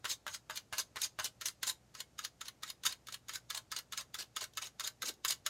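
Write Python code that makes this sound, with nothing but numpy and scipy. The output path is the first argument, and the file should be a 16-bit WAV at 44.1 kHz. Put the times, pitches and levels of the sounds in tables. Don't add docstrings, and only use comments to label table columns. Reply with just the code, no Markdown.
import sys
import numpy as np
from scipy import signal
from scipy.fft import rfft, irfft, next_fast_len
from scipy.io import wavfile
from scipy.ndimage import map_coordinates

SR = 44100
rng = np.random.default_rng(int(sys.argv[2]) if len(sys.argv) > 2 else 0)


def pcm_store(signal):
    levels = np.round(np.clip(np.atleast_2d(signal), -1, 1) * 32767)
    wavfile.write(sys.argv[1], SR, levels.astype(np.int16).T)


N = 242417

# (landing time [s], rebound delay [s], bite delay [s], flick delay [s],
# landing [dB], rebound [dB], catch [dB], rasp at the bite [dB], rasp at the end [dB], flick [dB])
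STROKES = [(0.0443, 0.009, 0.054, 0.081, -49.5, -38, -49, -36, -36, -46),
           (.266, 0.013, .074, 0.081, -48, -43.5, -62, -46.5, -39, -41),
           (0.4981, 0.0097, 0.062, 0.076, -48, -46, -51, -40, -43.5, -39),
           (0.7265, 0.0065, 0.056, 0.074, -48, -41.5, -37.5, -37, -32, -45),
           (.959, 0.0094, .0586, 0.089, -49.5, -43.5, -35, -38, -35.5, -43),
           (1.189, 0.0082, 0.055, 0.069, -45, -38, -38, -37, -38, -42),
           (1.4117, .0064, 0.046, 0.073, -43.5, -44, -35, -32, -44, -38.5),
           (1.63, .004, 0.04, 0.067, -33.5, -43, -42, -37, -35, -35.5),
           (1.942, 0.0086, 0.026, 0.062, -63, -48, -58, -62, -47.5, -40.5),
           (2.181, .0097, 0.059, 0.068, -72, -40, -55, -49, -46.5, -37.5),
           (2.4097, 0.0042, 0.048, 0.073, -48, -42, -65, -47, -57.5, -42),
           (2.624, 0.0092, 0.047, 0.077, -64, -39, -63, -49.5, -50, -41),
           (2.8358, 0.017, 0.058, .089, -43.5, -36, -59, -44, -48, -42.5),
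           (3.070, .0154, .054, .073, -49.5, -45.5, -46, -47, -50.5, -41),
           (3.284, 0.0092, .0515, .073, -49, -41, -46, -45.5, -41, -41.5),
           (3.502, 0.0058, 0.046, 0.073, -38, -42, -39.5, -41, -45.5, -40),
           (3.717, .006, .0475, 0.071, -40, -39, -39, -44, -46, -41),
           (3.923, .01, .053, 0.087, -42, -42, -36.5, -41, -46.5, -45),
           (4.1431, 0.0083, .047, 0.082, -40.5, -43.5, -50, -39.5, -46.5, -48),
           (4.3636, 0.0039, 0.047, 0.077, -39.5, -37.5, -47, -39.5, -43.5, -42),
           (4.5727, .007, 0.049, 0.098, -37, -41, -56, -39.5, -50, -48.5),
           (4.7972, 0.0094, 0.043, 0.077, -39, -40, -48, -41, -44.5, -35.5),
           (5.0207, 0.0078, 0.036, 0.071, -38, -39.5, -44, -41, -41, -40),
           (5.2489, 0.0068, 0.035, 0.073, -31.5, -38, -50, -34, -38, -36),
           (5.4631, .005, .045, .077, -31.5, -38, -45, -42, -48, -44)]
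# (time [s], place [0 at the board's free end, 1 near the holding hand])
PLACE = [(0, 0.08), (.27, 0.014), (1.19, 0.1), (1.41, 0.62), (1.63, 0.61), (1.95, 0.83), (4.8, 0.79),
         (5.25, 0.6), (5.46, 0.7)]
# (frequency [Hz], level [dB])
KNOCK = [(60, -17), (200, -17.5), (450, -10), (780, -15.5), (1100, 0.5), (1800, 2.5), (2400, -4),
         (3500, -4), (8000, -62)]
CLICK = [(500, -41), (1500, -11.5), (2500, -9), (3600, -2.5), (5400, -3), (7000, -3.5), (8500, -17.5),
         (14000, -25.5)]
SNAP = [(2000, -54.5), (6000, -15.5), (8000, 1), (10000, 2.5), (13500, 1), (16000, -8)]
LANDING, REBOUND, CATCH, FLICK = range(4)


def amp(db):
    return 10 ** (np.asarray(db) / 20)


def unit(x):
    return x / np.sqrt(np.mean(x ** 2) + 1e-20)


def between(points, x):
    return np.interp(x, *np.transpose(points))


def along(points, hz):
    f, v = np.transpose(points)
    return np.interp(np.log(hz + 1), np.log(f + 1), v)


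def wobble(rate):
    return map_coordinates(rng.standard_normal(int(N * rate / SR) + 4), [np.arange(N) * rate / SR])


def filtered(x, response):
    size = next_fast_len(N + SR // 2)
    return irfft(rfft(x, size) * response(np.fft.rfftfreq(size, 1 / SR)), size)[:N]


def add(out, s, sound):
    span = out[max(round(s * SR), 0):][:len(sound)]
    span += sound[:len(span)]


def background(mains_hz=120):
    # (frequency [Hz], level [dB])
    air_spectrum = [(15, -36), (25, -18), (97, 2), (256, -5), (840, -11), (988, -17), (1370, -16),
                    (1740, -18.5), (3620, -22), (6920, -20.5), (7510, -23), (10100, -28.5), (13600, -31),
                    (16000, -50)]
    air = unit(filtered(rng.standard_normal(N), lambda hz: amp(along(air_spectrum, hz))))
    phase = 2 * np.pi * mains_hz * np.arange(N) / SR + 0.13 * wobble(3.4)
    hum = amp(-76 + 1.4 * wobble(4.4)) * unit(np.sin(phase)) + amp(-79) * unit(np.sin(phase / 2))
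    return amp(-69) * air + hum


def touches(kinds):
    # (time [s], level [dB])
    stumbles = [(2.8648, -28.5)]
    # (time [s], level [dB])
    snags = [(2.8559, -34), (2.861, -33), (2.876, -40), (4.536, -60), (4.552, -64), (5.085, -39),
             (5.138, -61), (5.307, -28.5)]
    # (knock [dB], snap [dB], ring [dB])
    at_free_end = [(7, -5.5, -16), (3.5, -9.5, -17.5), (-31, 0, -12), (-9, -10, -6)]
    near_hand = [(-9, -8.5, -0.5), (-5, -11.5, -1.3), (-14, -11.5, -12), (-8.5, -6, -2)]
    ring_hz = [3586, 1313, 3760, 4262]
    events = [(LANDING, s, db) for s, db in stumbles] + [(CATCH, s, db) for s, db in snags]
    for land, rebound, bite, flick, land_db, rebound_db, catch_db, _, _, flick_db in STROKES:
        events += [(LANDING, land, land_db), (REBOUND, land + rebound, rebound_db),
                   (CATCH, land + bite, catch_db), (FLICK, land + flick, flick_db)]
    rows = []
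    for kind, s, db in events:
        if kind in kinds:
            place = np.clip(between(PLACE, s), 0, 1)
            colour = (1 - place) * np.array(at_free_end[kind]) + place * np.array(near_hand[kind])
            rows.append((s, db, *(db + colour), ring_hz[kind]))
    return rows


def body(spectrum, woody_db=0, keen_db=0, vary_db=2, size=4096):
    # (frequency [Hz], width [Hz], lift [dB])
    modes = [(508.5, 11, 3), (622, 25, 8.5), (882, 18, 5), (1033, 74, 4.5), (1147, 61, 0), (1363, 68, 3),
             (1532, 73, 4.5), (1685, 52, 3), (2052, 110, 2), (2205, 100, 4), (2880, 330, 5.5),
             (3717, 75, 3), (3790, 420, 4.5), (4210, 200, 4), (4825, 170, 5), (6523, 280, 7.5),
             (7110, 220, 5), (8610, 120, 1), (9925, 180, 5)]
    hz = np.fft.rfftfreq(size, 1 / SR)
    peaks_db = sum((lift + rng.normal(0, vary_db)) / (1 + (2 * (hz - centre) / width) ** 2)
                   for centre, width, lift in modes)
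    shelves_db = along([(1900, woody_db), (3000, 0.03), (4000, 0.016), (5200, keen_db)], hz)
    cepstrum = irfft(np.log(amp(along(spectrum, hz) + peaks_db + shelves_db)))
    cepstrum[1:size // 2] *= 2
    cepstrum[size // 2 + 1:] = 0
    ring = irfft(np.exp(rfft(cepstrum)))
    return ring / np.linalg.norm(ring)


def taps(times, levels_db, spectrum, chatter_t60, chatter, brush_db, brush_s):
    lead = round(0.03 * SR)
    t = np.arange(-lead, SR // 8) / SR
    envelope = np.where(t < 0, amp(brush_db + 20 * t / brush_s), amp(-60 * abs(t) / chatter_t60))
    out = np.zeros(N)
    for s, db in zip(times, levels_db):
        push = rng.standard_normal(len(t)) * envelope
        push *= chatter / np.linalg.norm(push)
        push[lead] = 1
        tap = signal.fftconvolve(push, body(spectrum))
        attack = tap[lead:lead + round(0.006 * SR)]
        add(out, s - lead / SR, amp(db) * tap / np.std(attack))
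    return out


def shifting(x, depth_db, width_hz=450, hold_s=0.012):
    hz, t, bands = signal.stft(x, SR, nperseg=256)
    grid = np.meshgrid(hz / width_hz, t / hold_s, indexing="ij")
    flicker = map_coordinates(rng.standard_normal((128, 1024)), grid, mode="mirror")
    gain = unit(amp(depth_db * np.clip(flicker, -2, 2)))
    return signal.istft(bands * gain, SR, nperseg=256)[1][:N]


def landings():
    # (frequency [Hz], level [dB])
    thud_spectrum = [(35, -21), (80, 3), (200, -13), (400, -13.5), (600, -3.5), (950, 3.5), (1500, 4.5),
                     (2100, -9), (2800, -17), (6000, -68)]
    # (place [0-1], level [dB])
    thud_by_place = [(0, 9.5), (.6, -25), (1, -26)]
    s, click_db, knock_db, snap_db, _, _ = np.transpose(touches([LANDING]))
    thud_db = click_db + between(thud_by_place, between(PLACE, s))
    thud = taps(s, thud_db, thud_spectrum, chatter_t60=0.15, chatter=1.44, brush_db=-36, brush_s=0.003)
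    knock = taps(s, knock_db, KNOCK, chatter_t60=0.062, chatter=1.6, brush_db=-25, brush_s=0.005)
    click = taps(s, click_db, CLICK, chatter_t60=0.049, chatter=2.8, brush_db=-13, brush_s=0.011)
    snap = taps(s, snap_db, SNAP, chatter_t60=0.031, chatter=2.6, brush_db=-25, brush_s=0.008)
    wood = amp(-2.5) * thud + amp(-1.8) * knock
    steel = amp(-2.5) * click + amp(0.8) * snap
    return wood + shifting(steel, depth_db=1)


def pings(t60_at_1khz=0.058, damping=0.45, attack_s=0.00078, rattle=0.32, detune=0.013):
    t, out = np.arange(SR // 6) / SR, np.zeros(N)
    jostle = rattle * wobble(250)
    onset = 1 - np.exp(-t / attack_s)
    for s, _, _, _, db, hz in touches([LANDING, REBOUND, CATCH, FLICK]):
        t60 = t60_at_1khz * (hz / 1000) ** -damping
        pitch_hz = hz * (1 + detune * rng.standard_normal())
        phase = 2 * np.pi * pitch_hz * t + np.roll(jostle, -round(s * SR))[:len(t)]
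        add(out, s, amp(db + 6.5 - 60 * t / t60) * onset * np.sin(phase))
    return out


def slips(rate, spread_db):
    sizes = amp(spread_db * np.clip(rng.standard_normal(N), -2, 2)) * rng.choice([-1, 1], N)
    return unit(sizes * (rng.random(N) < rate / SR))


def scrape(hold_s=0.0037, release_s=0.015, release_db=14):
    # (frequency [Hz], level [dB])
    rasp_spectrum = [(80, -25), (300, -13), (750, -10.5), (1050, -3), (1600, -5), (2400, -4.5),
                     (3600, -1.5), (5000, -1.5), (6800, -5), (8500, -10.5), (14000, -44)]
    # (place [0-1], level [dB])
    woody_by_place = [(0, -3), (.6, 0), (1, 2)]
    keen_by_place = [(0, 3), (.6, 7), (1, -4.1)]
    fizz_by_place = [(0, -5), (.6, -2.5), (1, -9.5)]
    # (catch over rasp [dB], rise [s])
    rise_by_catch = [(-14, 0.01), (0.5, 0.0038)]
    t, out = np.arange(SR // 4) / SR, np.zeros(N)
    jerks = unit(slips(rate=14000, spread_db=2.8) * amp(1.5 * wobble(380)))
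    for land, _, bite, flick, _, rebound_db, catch_db, bite_db, end_db, _ in STROKES:
        place, lift = between(PLACE, land), flick + hold_s
        rise = between(rise_by_catch, catch_db - bite_db)
        glide_db = (rebound_db + end_db) / 2 - 12.5
        times = [0, bite - rise, bite, lift - rise, lift + release_s, lift + 4 * release_s]
        levels = [glide_db, glide_db, bite_db, end_db, end_db - release_db, -100]
        pressure = amp(np.interp(t, np.maximum.accumulate(times), levels))
        force = pressure * np.roll(jerks, -round(land * SR))[:len(t)]
        woody_db, keen_db = between(woody_by_place, place) - 1, between(keen_by_place, place)
        rasp = amp(-1.5) * body(rasp_spectrum, woody_db, keen_db)
        fizz = amp(between(fizz_by_place, place) - 6) * body(SNAP)
        add(out, land, signal.fftconvolve(force, rasp + fizz))
    return out


def blade_ticks():
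    s, click_db, knock_db, snap_db, _, _ = np.transpose(touches([REBOUND, CATCH, FLICK]))
    knock = taps(s, knock_db, KNOCK, chatter_t60=0.082, chatter=2.3, brush_db=-13, brush_s=0.015)
    click = taps(s, click_db, CLICK, chatter_t60=0.034, chatter=3.1, brush_db=-11, brush_s=0.011)
    snap = taps(s, snap_db, SNAP, chatter_t60=0.029, chatter=5, brush_db=-9, brush_s=0.0062)
    return amp(-2.5) * knock + shifting(amp(-1.5) * click + snap, depth_db=3)


def grip(centre_hz=350, octaves=0.91):
    # (peak time [s], length [s], level [dB])
    rubs = [(5.046, 0.034, -56), (5.094, 0.027, -55), (5.127, .04, -68)]
    t = np.arange(N) / SR
    swell = sum(amp(db) * np.exp(-(2 * (t - s) / length) ** 2) for s, length, db in rubs)
    jerks = slips(rate=900, spread_db=4.5)
    drag = filtered(jerks, lambda hz: np.exp(-(np.log2((hz + 1) / centre_hz) / octaves) ** 2))
    return swell * unit(drag)


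def room(x, early_db, early_t60, late_db):
    # (frequency [Hz], time to fall 60 dB [s])
    tail_t60 = [(200, 0.91), (1500, 0.18), (5000, 0.2), (14000, 0.16)]
    out, size = np.zeros(N), SR // 3
    starts = [0] + [stroke[0] - 0.04 for stroke in STROKES[1:]]
    for start, end in zip(starts, starts[1:] + [N / SR]):
        hz, t, bands = signal.stft(rng.standard_normal(size), SR, nperseg=256)
        decay = amp(-60 * t / along(tail_t60, hz)[:, None])
        late = signal.istft(bands * decay, SR, nperseg=256)[1][:size]
        early = rng.standard_normal(size) * amp(-60 * np.arange(size) / SR / early_t60)
        answer = amp(early_db) * early / np.linalg.norm(early)
        answer += amp(late_db) * late / np.linalg.norm(late)
        add(out, start + 0.002, signal.fftconvolve(x[round(start * SR):round(end * SR)], answer))
    return out


def scene():
    handwork = landings() + blade_ticks() + shifting(scrape(), depth_db=4) + grip()
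    ringing = pings()
    reverb = room(handwork + amp(-8.5) * ringing, early_db=-9.5, early_t60=0.096, late_db=-18.5)
    return (handwork + ringing + reverb + background())[None]


def record(dry):
    top_hz = 15950
    return filtered(dry[0], lambda hz: 1 / (1 + (hz / top_hz) ** 160))[None]


dry = scene()
out = record(dry)
pcm_store(out)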